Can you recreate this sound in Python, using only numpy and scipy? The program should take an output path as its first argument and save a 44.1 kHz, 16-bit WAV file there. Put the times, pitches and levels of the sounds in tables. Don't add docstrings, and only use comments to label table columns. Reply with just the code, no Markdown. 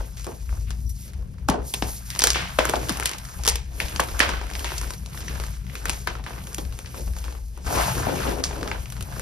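import sys
import numpy as np
from scipy import signal
from scipy.fft import rfft, irfft
from scipy.io import wavfile
from scipy.ndimage import uniform_filter1d

SR = 44100
rng = np.random.default_rng(int(sys.argv[2]) if len(sys.argv) > 2 else 0)


def transcribe(u):
    v = np.clip(np.atleast_2d(u).T, -1, 1)
    q = np.round(v * 32767).astype(np.int16)
    wavfile.write(sys.argv[1], SR, q)


def attenuation_scalar(level_db):
    decades = np.asarray(level_db, float) / 20
    return 10 ** decades


N = 406161

BASS_LEFT_DB = 3.5
HUM_PAN_DB = 4.5


def curve(table, column):
    rows = np.array(table)
    return np.interp(np.arange(N) / SR, rows[:, 0], rows[:, column])


def along_hz(table):
    hz, value = np.transpose(table)
    bin_hz = np.arange(N // 2 + 1) * SR / N
    return np.interp(np.log(bin_hz + 1), np.log(hz), value)


def unit(x):
    return x / np.sqrt(np.mean(x ** 2))


def band(x, lo_hz, hi_hz, order=2):
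    edges_hz = [lo_hz, min(hi_hz, SR / 2.2)]
    return signal.sosfilt(signal.butter(order, edges_hz, "bandpass", fs=SR, output="sos"), x)


def ring(x, hz, width_hz):
    return signal.lfilter(*signal.iirpeak(hz, hz / width_hz, fs=SR), x)


def sides(pan_db):
    return attenuation_scalar(np.array([pan_db, -pan_db]) / 2)


def two_ports(noise, likeness):
    likeness = np.clip(likeness, 0, 1)
    return np.sqrt(likeness) * noise[0] + np.sqrt(1 - likeness) * noise[1:]


def walk(rate):
    size = int(SR / rate)
    return unit(uniform_filter1d(uniform_filter1d(rng.standard_normal(N), size=size), size=size))


# time in s, then crushing, rubbing and tumbling lumps in dB before the crumb mix.
KNEADING = [
    [(0.0, -57.5, -51, -29), (0.12, -60.5, -55, -60), (0.56, -64.5, -52.5, -59), (0.74, -70, -57.5, -48),
     (0.91, -69, -55, -99), (1.0, -66, -48, -63.5), (1.06, -66, -47, -54), (1.13, -67.5, -60.5, -51),
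     (1.24, -65.5, -64, -56), (1.47, -62.5, -67.5, -55), (1.55, -49.5, -78, -26), (1.62, -54.5, -60, -39),
     (1.68, -62.5, -39.5, -87), (1.73, -60, -42.5, -75), (1.83, -53.5, -47.5, -58),
     (1.89, -54.5, -35.5, -59), (2.05, -54, -50, -71)],
    [(2.06, -52.5, -44, -59), (2.16, -52, -44, -63), (2.31, -42.5, -57, -55), (2.64, -42, -43, -54),
     (2.77, -47, -45, -33), (2.94, -40, -42, -44), (3.16, -48.5, -51, -82), (3.42, -51, -47, -38),
     (3.58, -61.5, -79, -58), (3.81, -55.5, -41.5, -39), (3.97, -47.5, -46, -48), (4.03, -46.5, -45, -46),
     (4.08, -47.5, -44, -45), (4.15, -39, -44.5, -45), (4.3, -34.5, -44, -35), (4.39, -45.5, -54, -45),
     (4.49, -54.5, -51, -48), (4.58, -46, -43, -40.5), (4.67, -44, -46, -40), (4.76, -49.5, -43, -60),
     (4.86, -49.5, -46, -52), (4.95, -59.5, -44.5, -59)],
    [(4.96, -61, -53, -68), (5.05, -62, -55, -55), (5.12, -58, -54, -47), (5.16, -53.5, -44.5, -47.5),
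     (5.3, -46, -49.5, -41), (5.37, -50, -46.5, -54), (5.47, -52.5, -46, -58), (5.54, -53, -49, -62),
     (5.6, -66, -54.5, -68), (5.655, -63.5, -57, -63), (5.69, -55.5, -56, -57), (5.75, -52.5, -47, -42.5),
     (5.86, -46.5, -51, -46), (5.94, -46.5, -44, -48), (6.05, -56, -52.5, -55), (6.15, -51, -56, -39),
     (6.23, -56, -62, -53), (6.3, -50, -50.5, -57), (6.42, -55.5, -52, -56), (6.52, -53.5, -48, -46),
     (6.62, -57, -49, -55), (6.69, -61.5, -55, -51), (6.78, -57, -52, -53), (6.88, -57, -54.5, -52),
     (6.97, -56.5, -45.5, -39), (7.05, -59, -49.5, -58), (7.14, -64, -52.5, -66), (7.2, -55, -47.5, -59),
     (7.3, -56.5, -50.5, -37), (7.38, -62.5, -53.5, -56), (7.48, -72.5, -57.5, -70), (7.6, -60.5, -60, -33)],
    [(8.46, -44, -66, -39), (8.54, -41, -51, -35), (8.602, -47, -51, -39), (8.66, -40.5, -53, -32),
     (8.742, -45, -51, -42), (8.8, -51, -48.5, -41), (8.858, -53, -50.5, -59), (9.008, -50, -52.5, -50),
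     (9.21, -45.5, -45, -37)],
]
SWEEP = [(7.63, -63, -56, -75), (7.67, -27, -43, -40.5), (7.73, -35.5, -36, -25), (7.79, -23, -32.5, -28),
         (7.85, -24, -34.5, -36.5), (7.9, -24.5, -36.5, -42), (7.936, -38.5, -36.5, -33),
         (7.99, -34, -38.5, -29.5), (8.046, -31.5, -42, -38), (8.096, -33, -42.5, -16.5),
         (8.15, -33.5, -43, -23.5), (8.222, -35, -40.5, -29), (8.294, -30.5, -39.5, -17),
         (8.362, -44, -46.5, -34.5), (8.4, -40, -47.5, -21.5), (8.43, -47.5, -54, -51)]


def work():
    rows = sorted(sum(map(list, KNEADING), list(SWEEP)))
    return np.array([curve(rows, k) for k in range(1, 4)])


def octaves_from(size, hz):
    return np.abs(np.log2(hz / np.sqrt(size[0] * size[1])))


SHOWER_DB_PER_OCTAVE = 3.5
SHOWER_FADE_S, SHOWER_FADE_EXPONENT = 0.017, 0.0099


def shower(size, db):
    s, snap_db, knock_db, hz, _ = np.transpose(CRACKS)
    if size in CRUMB_SIZES[-2:]:
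        source_db = snap_db
    else:
        source_db = knock_db - SHOWER_DB_PER_OCTAVE * octaves_from(size, hz)
    power = np.zeros(N)
    power[(s * SR).astype(int)] = attenuation_scalar(db + source_db) ** 2
    fade_s = SHOWER_FADE_S * (1000 / size[0]) ** SHOWER_FADE_EXPONENT
    return signal.lfilter([1], [1, -np.exp(-1 / (fade_s * SR))], power)


# start in s, level in dB at the crumb pitch before the rise, crumb pitch in Hz, fade in s.
COLLAPSES = [(.001, -18, 540, 0.0046), (0.268, -23, 433, 0.016), (.17, -37, 4550, 0.051),
             (.53, -62, 1000, 0.016), (0.669, -41.5, 2000, 0.014), (.893, -31, 11000, 0.0084),
             (1.5, -16.5, 447, 0.028), (1.505, -27.5, 760, 0.028), (1.83, -28, 484, 0.019),
             (2.11, -36, 2500, 0.039), (2.24, -24, 4930, 0.043), (2.344, -20.5, 2370, 0.041),
             (2.595, -26, 520, 0.03), (2.599, -28, 1510, 0.075), (2.74, -24, 600, 0.024),
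             (2.9, -38, 1810, 0.077), (3.06, -30.5, 2520, 0.038), (3.48, -22.5, 3680, 0.03),
             (3.81, -40.5, 2500, 0.19), (4.0, -28.5, 750, 0.011), (4.21, -20.5, 1870, 0.06),
             (4.649, -29.5, 2400, 0.06), (5.28, -36, 1890, 0.091), (5.9, -40, 2500, 0.03),
             (6.08, -52, 1800, 0.043), (6.26, -37.5, 1830, 0.045), (6.583, -24, 430, 0.0081),
             (6.6, -46, 400, 0.028), (6.96, -43.5, 344, 0.046), (6.995, -39.5, 335, 0.04),
             (7.07, -41, 496, 0.016), (8.45, -33, 4350, 0.053)]
COLLAPSE_DB_PER_OCTAVE, COLLAPSE_RISE_S = 11.5, 0.00092


def collapse(size):
    t, power = np.arange(0, N, 64) / SR, 0
    for s, db, hz, fade_s in COLLAPSES:
        after = np.maximum(t - s, 0)
        peak = attenuation_scalar(db - COLLAPSE_DB_PER_OCTAVE * octaves_from(size, hz)) ** 2
        power = power + peak * (1 - np.exp(-after / COLLAPSE_RISE_S)) * np.exp(-after / fade_s)
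    return np.interp(np.arange(N) / SR, t, power)


DENSE_DB, DENSE_PER_DB = -40, 0.015


def crumbs(size, level_db, crackle):
    lo_hz, hi_hz, rate, spread_db, smooth, likeness = size
    falls = rng.random(N) < rate / SR
    falls = falls * attenuation_scalar(spread_db * np.minimum(rng.exponential(size=N), 3.5)) + crackle
    puffs = unit(signal.lfilter([1], [1, -np.exp(-lo_hz / SR / 3.16)], falls))
    smooth = np.clip(smooth + DENSE_PER_DB * np.maximum(level_db - DENSE_DB, 0), 0, .9)
    power = (1 - smooth) ** 2 + smooth ** 2 + 2 * smooth * (1 - smooth) * np.mean(puffs)
    envelope = ((1 - smooth) * puffs + smooth) / np.sqrt(power)
    mix = envelope * two_ports(rng.standard_normal((3, N)), likeness)
    return attenuation_scalar(level_db) * unit(band(mix, lo_hz, hi_hz, order=3))


# lowest and highest Hz, grains per s, size spread in dB,
# least share of smooth hiss 0-1, likeness at the two ports 0-1.
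CRUMB_SIZES = [(211, 560, 220, 5, 0, 0.5), (578, 1040, 200, 5.5, 0.15, 0.11),
               (1000, 1690, 340, 3, 0.28, 0.14), (1640, 4420, 310, 6, 0.74, 0.22),
               (3840, 8800, 2000, 1, 0.5, 0.99), (7700, 13850, 2700, 8, 0.65, 0.99)]
# relative weights of crushing, rubbing and tumbling, level offset in dB, shower over its crack in dB.
CRUMB_MIX = [(0.18, 0, 0.68, -0.5, -12), (0.84, 0, 0.24, 0, -12), (0.52, 0.11, 0.084, 0, -17.5),
             (0.37, 0.61, 0.27, -0.5, -10), (0.066, 0.92, 0.026, 2.5, -19.5),
             (-0.069, 2.1, 0.048, 2.5, -36)]
CRUMB_PAN_DB, SWEEP_PAN_DB = -2, 4.5
FLICKER_PER_S, FLICKER_DB = 42, 1.5
CRACKLE_PER_S, CRACKLE_DB = 70, 12


def crumble(hands):
    t = np.arange(N) / SR
    sweeping = 1. * (t > SWEEP[0][0]) * (t < SWEEP[-1][0])
    pan_db = CRUMB_PAN_DB + SWEEP_PAN_DB * uniform_filter1d(sweeping, size=2000)
    crackle = (rng.random(N) < CRACKLE_PER_S / SR) * attenuation_scalar(CRACKLE_DB + 3.5 * rng.standard_normal(N))
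    out = 0
    for size, (*shares, db, shower_db) in zip(CRUMB_SIZES, CRUMB_MIX):
        steady_db = np.dot(shares, hands) / np.sum(shares) + db + FLICKER_DB * walk(FLICKER_PER_S)
        level_db = 10 * np.log10(attenuation_scalar(steady_db) ** 2 + shower(size, shower_db) + collapse(size))
        lean_db = pan_db * min(600 / size[0], 1) + BASS_LEFT_DB * min(250 / size[0], 1)
        out = out + crumbs(size, level_db, crackle) * sides(lean_db)
    return out


# centre in Hz, first resonance width in Hz, level against the note in dB.
HUM_NOTES = [(43.5, 21.4, -5.5), (53.4, 9.9, -6), (67.5, 15.4, -10)]
# centre in Hz, first resonance width in Hz, relative level in dB.
RUMBLE = [(120.7, 31, 9.5), (174.5, 13.3, 2), (92.4, 24, 7)]
# centre in s, height in dB before pan, half length to 1/e in s.
SWELLS = [(0.001, -22, 0.022), (0.253, -39.5, 0.079), (0.52, -25.5, 0.084), (0.68, -31.5, 0.12),
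          (0.87, -26, 0.064), (1.206, -26, 0.059), (1.48, -27, 0.053), (1.61, -27, 0.029),
          (1.878, -32, 0.076), (2.316, -30.5, 0.076), (2.607, -33, 0.061), (2.8, -30.5, 0.085),
          (3.026, -33.5, 0.057), (3.51, -28.5, 0.14), (3.714, -40, 0.11), (3.849, -24, 0.014),
          (3.973, -32, 0.05), (4.132, -24.5, 0.035), (4.34, -29.5, 0.11), (4.628, -31, 0.11),
          (4.867, -32.5, 0.092), (5.036, -43, 0.045), (5.213, -31, 0.027), (5.363, -27.5, 0.066),
          (5.583, -30, 0.12), (5.945, -34, 0.1), (6.21, -37.5, 0.083), (6.69, -30, 0.092),
          (7.06, -27.5, 0.075), (7.234, -34, 0.13), (7.443, -36, 0.12), (7.676, -26, 0.025),
          (7.797, -24.5, 0.035), (7.995, -25, 0.025), (8.084, -32, 0.02), (8.27, -28, 0.083),
          (8.52, -38, 0.16), (8.794, -36, 0.15), (9.008, -33, 0.043), (9.204, -35, 0.07)]
# time in s, level in dB before RUMBLE_DB.
RUMBLE_LEVEL = [(0.0, -48.5), (0.51, -44), (2.13, -43.5), (2.97, -45), (3.15, -46), (4.08, -45),
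                (4.46, -52), (5.13, -40), (5.59, -45), (7.08, -46.5), (7.36, -61.5), (7.64, -43.5),
                (7.92, -31.5), (8.18, -35), (8.57, -41), (9.21, -41.5)]
HUM_HZ, HUM_WAVER_HZ, HUM_REST_DB = 58.43, 3.26, -38
RUMBLE_DB, RUMBLE_WAVER_DB = 4.5, 2.5
HUM_APART, RUMBLE_APART = .3, 0.32


def hum():
    t = np.arange(N) / SR
    note_hz = HUM_HZ + HUM_WAVER_HZ * walk(15.5)
    note = np.sqrt(2) * np.sin(2 * np.pi * np.cumsum(note_hz) / SR)
    swell = attenuation_scalar(HUM_REST_DB) + sum(attenuation_scalar(db) * np.exp(-((t - s) / length_s) ** 2) for s, db, length_s in SWELLS)
    rumble = attenuation_scalar(curve(RUMBLE_LEVEL, 1) + RUMBLE_DB + RUMBLE_WAVER_DB * walk(20))
    out = 0
    for gain, notes, tone, apart in ((swell, HUM_NOTES, note, HUM_APART), (rumble, RUMBLE, 0, RUMBLE_APART)):
        noise = rng.standard_normal(N) + apart * rng.standard_normal((2, N))
        drone = tone + sum(attenuation_scalar(db) * unit(ring(ring(noise, hz, w), hz, 2 * w)) for hz, w, db in notes)
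        out = out + gain * unit(drone)
    return out * sides(HUM_PAN_DB)[:, None]


# peak time in s, snap in dB before SNAP_DB, knock in dB before KNOCK_DB,
# knock pitch in Hz, tick over snap in dB before TICK_DB.
CRACKS = [(0.171, -39, -68, 870, -7), (0.2448, -28.5, -39, 1330, -5), (0.2676, -41, -36, 825, 7),
          (0.32, -49, -39, 700, 1), (0.492, -45, -36.5, 1430, -9), (0.527, -45, -36.5, 900, -1),
          (0.7062, -24.5, -32.5, 1560, -11), (1.1346, -37.5, -42, 1500, -6), (1.177, -57.5, -72, 1500, 3),
          (1.383, -45, -45, 1200, -19), (1.487, -13, -12.5, 820, -7), (1.4993, -19.5, -38, 900, -1.5),
          (1.7397, -11, -26, 950, -7.5), (1.8237, -13.5, -17, 775, -21), (2.1035, -19.5, -38.5, 2390, -8),
          (2.151, -22, -31, 1320, -30), (2.161, -26, -30.5, 935, -16), (2.192, -13, -37, 1190, 0),
          (2.1973, -17, -21.5, 1500, -6), (2.2062, -15, -34, 1080, -11), (2.2201, -6, -19.5, 850, -28),
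          (2.2395, -0.5, -11, 1260, -6), (2.249, -19, -39, 1500, -17), (2.2714, -3, -14, 1880, -9),
          (2.3038, -4.5, -21, 1630, -14), (2.3326, -20, -44, 2160, -6), (2.358, -19, -19, 970, -28),
          (2.5879, -9.5, -9, 1220, -12), (2.5914, -18, -16, 2300, -18), (2.5998, -45.5, -23, 685, -17),
          (2.647, -30, -24, 1610, -20), (2.6535, -17.5, -15.5, 1290, -2), (2.691, -22, -24, 2200, -8),
          (2.696, -14, -22, 600, -4.5), (2.7375, -22, -17, 1150, -7), (2.7567, -17, -34, 724, -18),
          (2.887, -21, -40, 1240, -13), (2.8945, -11, -17, 1550, -9.5), (2.9235, -29, -52, 651, -2),
          (2.9425, -30, -38, 1560, -13), (2.972, -26, -31, 960, -3), (2.987, -40, -30, 900, -10),
          (2.999, -24, -22, 980, 0.5), (3.008, -27, -33, 1150, -3), (3.026, -30, -22, 1500, -6),
          (3.0335, -29, -45, 1500, 1), (3.0565, -30, -47, 1850, -14), (3.0577, -9.5, -23, 2140, -6),
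          (3.074, -23, -50, 2250, -5), (3.0936, -23, -45, 969, -3), (3.114, -23, -28, 1180, -7),
          (3.1348, -23, -51, 1140, -26), (3.1474, -42, -32.5, 1100, -11), (3.1837, -32, -59, 2200, -2),
          (3.2517, -29.5, -37, 1950, -18), (3.4364, -21.5, -34, 1200, -9), (3.4514, -19.5, -34, 1060, -11),
          (3.4581, -20, -24.5, 980, -5), (3.466, -17.5, -24, 1690, -3), (3.4774, -4.5, -17.5, 895, -8),
          (3.487, -21.5, -26, 1670, 10), (3.4894, -11.5, -33, 1500, -15), (3.4984, -24.5, -34, 950, 8),
          (3.5125, -29, -37, 1500, -15), (3.557, -17.5, -30.5, 690, -7), (3.8023, -19, -16, 2200, -7),
          (3.861, -27, -42, 2280, -19), (3.8838, -23.5, -47, 2280, -35), (3.9614, -16.5, -28, 980, -39),
          (3.9963, -20, -12, 1080, -19), (4.0007, -13.5, -34, 725, -5), (4.0386, -27, -53, 727, -4),
          (4.087, -25.5, -29, 1170, -20), (4.1934, -11.5, -21, 1720, -5.5), (4.2031, -6.5, -3, 1690, -13),
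          (4.2913, -16, -19.5, 930, -16), (4.4142, -31, -27, 790, -16), (4.468, -36, -41, 1000, -3),
          (4.5014, -32, -35, 2150, -3), (4.5128, -27.5, -31, 800, -17), (4.536, -26, -47, 1520, -17),
          (4.553, -20.5, -30, 2250, -14), (4.594, -23.5, -46, 744, -7), (4.6447, -16, -24, 1420, -17),
          (4.705, -34, -29, 1000, -15), (4.719, -30, -26.5, 880, -18), (4.781, -19.5, -38, 1130, -16),
          (4.814, -30, -32, 990, 0), (4.833, -32, -31, 1380, -15), (4.844, -38, -32, 1000, -15),
          (4.906, -28, -29, 1010, -4), (4.9363, -27, -39, 923, -20), (5.061, -27.5, -41, 950, -12),
          (5.132, -34, -44, 1200, -14), (5.146, -43, -35, 1000, -12), (5.1754, -25.5, -31.5, 1650, -21),
          (5.206, -28.5, -37, 1190, -17), (5.2823, -29, -28, 1700, -37), (5.311, -44, -37, 1200, -12),
          (5.378, -40, -39, 1000, -12), (5.4001, -23.5, -27.5, 1050, -14), (5.438, -26, -28.5, 1150, -12),
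          (5.4658, -37, -43, 700, -0.5), (5.667, -39, -42, 1820, -15), (5.698, -52, -37, 2200, -12),
          (5.754, -24, -27, 1780, -10), (5.8557, -20, -19.5, 1670, -2.5), (5.8842, -24, -35, 1400, -6.5),
          (5.8959, -10, -22.5, 840, -8), (5.9336, -27, -46, 953, -4), (6.073, -18, -15, 1360, -10.5),
          (6.1529, -36, -29, 1130, -23), (6.196, -51, -36, 900, -17), (6.24, -30, -35, 1510, -16),
          (6.2643, -33, -28, 1650, -9), (6.307, -44, -28.5, 950, -18), (6.363, -47, -43, 1100, -15),
          (6.381, -37, -33, 1000, -15), (6.3874, -42, -35, 1290, -15), (6.439, -35, -50, 1200, -8),
          (6.471, -29, -36.5, 1200, -6), (6.5306, -37, -51, 1570, 2), (6.546, -26.5, -45, 2300, 2.5),
          (6.583, -20.5, -32, 1000, -8.5), (6.651, -35, -44, 2000, -16), (6.725, -31, -41, 1210, -11),
          (6.79, -26, -34, 799, -6), (6.847, -44, -40, 1500, -13), (6.86, -29.5, -40, 2050, -24),
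          (6.873, -35, -43, 1480, -16), (6.9438, -43, -32.5, 880, -15), (7.078, -37, -40, 750, -14),
          (7.136, -37, -44, 1800, -6), (7.166, -32.5, -35, 1300, -5), (7.1867, -33, -43, 1420, -3),
          (7.2413, -28.5, -35, 940, -14), (7.2814, -56, -34.5, 910, -13), (7.325, -35, -39, 900, -13),
          (7.351, -48, -38.5, 835, -13), (7.576, -41.5, -37, 910, -1), (8.4395, -7.5, -22.5, 1600, -48),
          (8.4535, -35, -51, 937, -17), (8.51, -45, -28.5, 790, -20), (8.529, -45, -37, 1200, -20),
          (8.56, -34, -32, 1180, -20), (8.612, -30, -34, 719, -20), (8.63, -22, -24.5, 990, -17),
          (8.6765, -22.5, -29, 800, -25), (8.7154, -31, -19, 1330, -28), (8.758, -45, -32, 1200, -20),
          (8.8578, -38, -37, 2160, -21), (8.902, -36.5, -58, 2400, 2), (8.9232, -27.5, -35, 1040, -5),
          (8.967, -32, -36, 1664, -22), (9.0087, -25.5, -32.5, 1090, -8), (9.0258, -29, -53, 860, -1.5),
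          (9.196, -27, -28.5, 1417, -2)]
THUD_DB, THUD_DB_PER_OCTAVE, THUD_SPREAD_DB = -13.5, 7.5, 2.5
SNAP_DB, KNOCK_DB, TICK_DB = -4, -1.5, 3.5
SMALL_COUNT, SMALL_DB, SMALL_SPREAD_DB, SMALL_HZ = 14, 8, 3.5, 1500
CRACK_PAN_DB, PAN_SPREAD_DB = 3, -2.5


def breaks(hands):
    chance = rng.standard_normal((SMALL_COUNT, 4))
    outside_sweep = np.abs(np.arange(N) / SR - 8.04) > .4
    busy = np.cumsum(np.sqrt(attenuation_scalar(hands[0])) * outside_sweep)
    at = np.searchsorted(busy, (.01 + .97 * rng.random(SMALL_COUNT)) * busy[-1])
    snap_knock_db = SMALL_DB + hands[1::-1, at].T + SMALL_SPREAD_DB * chance[:, :2]
    small = np.c_[at / SR, snap_knock_db, SMALL_HZ * 2 ** (.3 * chance[:, 2]), -10 + 4 * chance[:, 3]]
    s, snap, knock, hz, bright = np.vstack([CRACKS, small]).T
    odd = rng.standard_normal((len(s), 2))
    thud = knock + THUD_DB + THUD_DB_PER_OCTAVE * np.log2(1000 / hz) + THUD_SPREAD_DB * odd[:, 0]
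    pan_db = CRACK_PAN_DB + PAN_SPREAD_DB * odd[:, 1]
    return np.c_[s, thud, knock + KNOCK_DB, snap + SNAP_DB, snap + bright + TICK_DB, hz, pan_db]


# centre in Hz (knock and snap get theirs per crack), first resonance width over centre,
# burst in ms, scatter in ms, scatter share 0-1, likeness at the two ports (held to 0-1), step over noise.
THUD = (420, 1.13, 7.7, 9.2, 0.2, 1.14, 5.5)
KNOCK = (1000, 0.9, 1.5, 5, 0.25, 0.6, 4)
SNAP = (3900, 1.0, 0.7, 8, 0.16, 0.5, 4)
TICK = (7860, 0.96, 0.5, 4.6, 0.25, 0.8, 6)
# time in s, pitch in Hz.
SNAP_PITCH = [(0, 3870), (1.49, 3800), (1.82, 3300), (2.15, 4400), (2.33, 4550), (2.58, 2780), (2.7, 3540),
              (3.06, 4070), (3.48, 4700), (3.8, 3920), (4.2, 3370), (4.65, 3730), (4.78, 5540), (5.1, 3800),
              (6.07, 3480), (7.3, 3640), (8.44, 4440), (8.7, 3270), (9.21, 3800)]
LUMP_SPREAD_DB = 4


def cracks(rows):
    out, lead = np.zeros((2, N + 4096)), 256
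    ms = (np.arange(4096) - lead) * 1000 / SR
    after = np.maximum(ms, 0)
    chance = rng.standard_normal((len(rows), 3, 4096))
    step = 1. * (np.abs(ms - .5) < .03)
    strain = np.where(ms < 0, 0.7 * np.exp(ms / 0.22) + 0.25 * np.exp(ms / 2.0), 1)
    lumps = attenuation_scalar(LUMP_SPREAD_DB * np.repeat(rng.standard_normal((len(rows), 64)), 64, axis=1) + 8.0)
    for (s, *parts_db, knock_hz, pan_db), noise, lump in zip(rows, chance, lumps):
        start = int(s * SR) - lead - 8
        for part, db in zip((THUD, KNOCK, SNAP, TICK), parts_db):
            hz, width, burst_ms, scatter_ms, scatter, likeness, sharp = part
            if part is KNOCK:
                hz = knock_hz
            elif part is SNAP:
                hz = np.interp(s, *np.transpose(SNAP_PITCH))
            fade = np.exp(-after / burst_ms) + scatter * lump * np.exp(-after / scatter_ms)
            push = (two_ports(noise, likeness) + sharp * step) * strain * fade
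            rung = ring(ring(push, hz, width * hz), hz, 1.13 * width * hz)
            burst = rung[:, lead - 16:lead + int(2.5 * burst_ms * SR / 1000)]
            rung = rung / np.sqrt(np.mean(burst ** 2))
            lean_db = pan_db * min(1500 / hz, 1) + BASS_LEFT_DB * min(250 / hz, 1)
            out[:, start:start + 4096] += attenuation_scalar(db) * rung * sides(lean_db)[:, None]
    return out[:, :N]


# centre in s, level in dB, pitch in Hz, half length to 1/e in s.
SQUEAKS = [(0.876, -46, 5700, 0.014), (0.906, -41, 5750, 0.011), (4.984, -42, 5880, 0.0053),
           (5.282, -32.5, 5880, 0.0077)]
SQUEAK_RING_WIDTH_HZ = 230


def squeaks():
    t, out = np.arange(N) / SR, np.zeros(N)
    for s, db, hz, length_s in SQUEAKS:
        near = slice(int((s - .1) * SR), int((s + .1) * SR))
        noise = rng.standard_normal(len(t[near]))
        noise = ring(ring(noise, hz, SQUEAK_RING_WIDTH_HZ), hz, SQUEAK_RING_WIDTH_HZ)
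        out[near] += attenuation_scalar(db) * unit(noise) * np.exp(-((t[near] - s) / length_s) ** 2)
    return out


# start in s, peak in dB before pan, first and last pitch in Hz, length in ms.
THUMPS = [(1.488, -12, 474, 90.5, 23), (1.488, -8.5, 1310, 540, 6.8), (1.826, -21, 357, 110, 11),
          (2.587, -6, 784, 420, 7.3), (2.7355, -8.5, 1500, 387, 7.6), (3.995, -12.5, 1540, 523, 6.2),
          (4.2018, -8.5, 2300, 1500, 4.7), (6.581, -29, 1000, 400, 13), (2.895, -21.5, 440, 97, 38),
          (6.582, -33.5, 500, 154, 26), (7.968, -26, 250, 88.5, 10), (8.073, -32, 332, 128, 21)]


def thumps():
    out = np.zeros(N)
    for s, db, first_hz, last_hz, length_ms in THUMPS:
        along = np.linspace(0, 1, int(length_ms * SR / 1000))
        phase = 2 * np.pi * np.cumsum(first_hz * (last_hz / first_hz) ** along) / SR
        start = int(s * SR)
        out[start:start + len(along)] += attenuation_scalar(db) * np.sin(np.pi * along ** 0.84) * np.sin(phase)
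    return out * sides(HUM_PAN_DB)[:, None]


# lowest and highest Hz, total level in dB, t60 in s.
ROOM = [(250, 1020, -20, 0.26), (900, 3100, -22, 0.13)]
ROOM_WAIT_S = 0.01


def echo(x):
    t, tail = np.arange(SR // 2) / SR, 0
    for lo_hz, hi_hz, db, t60_s in ROOM:
        decay = np.exp(-np.log(1000) * t / t60_s) * (t > ROOM_WAIT_S)
        part = band(rng.standard_normal((2, len(t))) * decay, lo_hz, hi_hz)
        tail = tail + part * attenuation_scalar(db) / np.sqrt(np.sum(part ** 2, axis=1, keepdims=True))
    return signal.fftconvolve(x, tail, axes=1)[:, :N]


def scene():
    hands = work()
    chalk = cracks(breaks(hands)) + crumble(hands) + thumps() + squeaks()
    return chalk + echo(chalk) + hum()


def top_cut(x):
    return signal.sosfilt(signal.butter(12, 16440, fs=SR, output="sos"), x)


# frequency in Hz, gain in dB.
COLOUR = [(200, -2), (500, -3), (1200, -3), (2500, -0.5), (4000, -6), (5500, -1), (8000, -1), (11000, -2.5),
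          (14000, -8), (16000, -17)]
# frequency in Hz, lead over the right in radians (negative lags).
PORT_PHASE = [(60, 0), (700, -.6), (2500, -1.0), (5200, -.7), (6400, -1.6), (8000, -3.2), (10000, -4.6),
              (12200, -6.2), (14300, -6.4), (16000, -7.2)]


def record(dry):
    lag = np.exp(1j * along_hz(PORT_PHASE) * np.array([[1], [0]]))
    heard = irfft(rfft(dry) * lag * attenuation_scalar(along_hz(COLOUR)), N)
    return top_cut(np.clip(heard, -1, 1))


dry = scene()
out = record(dry)
transcribe(out)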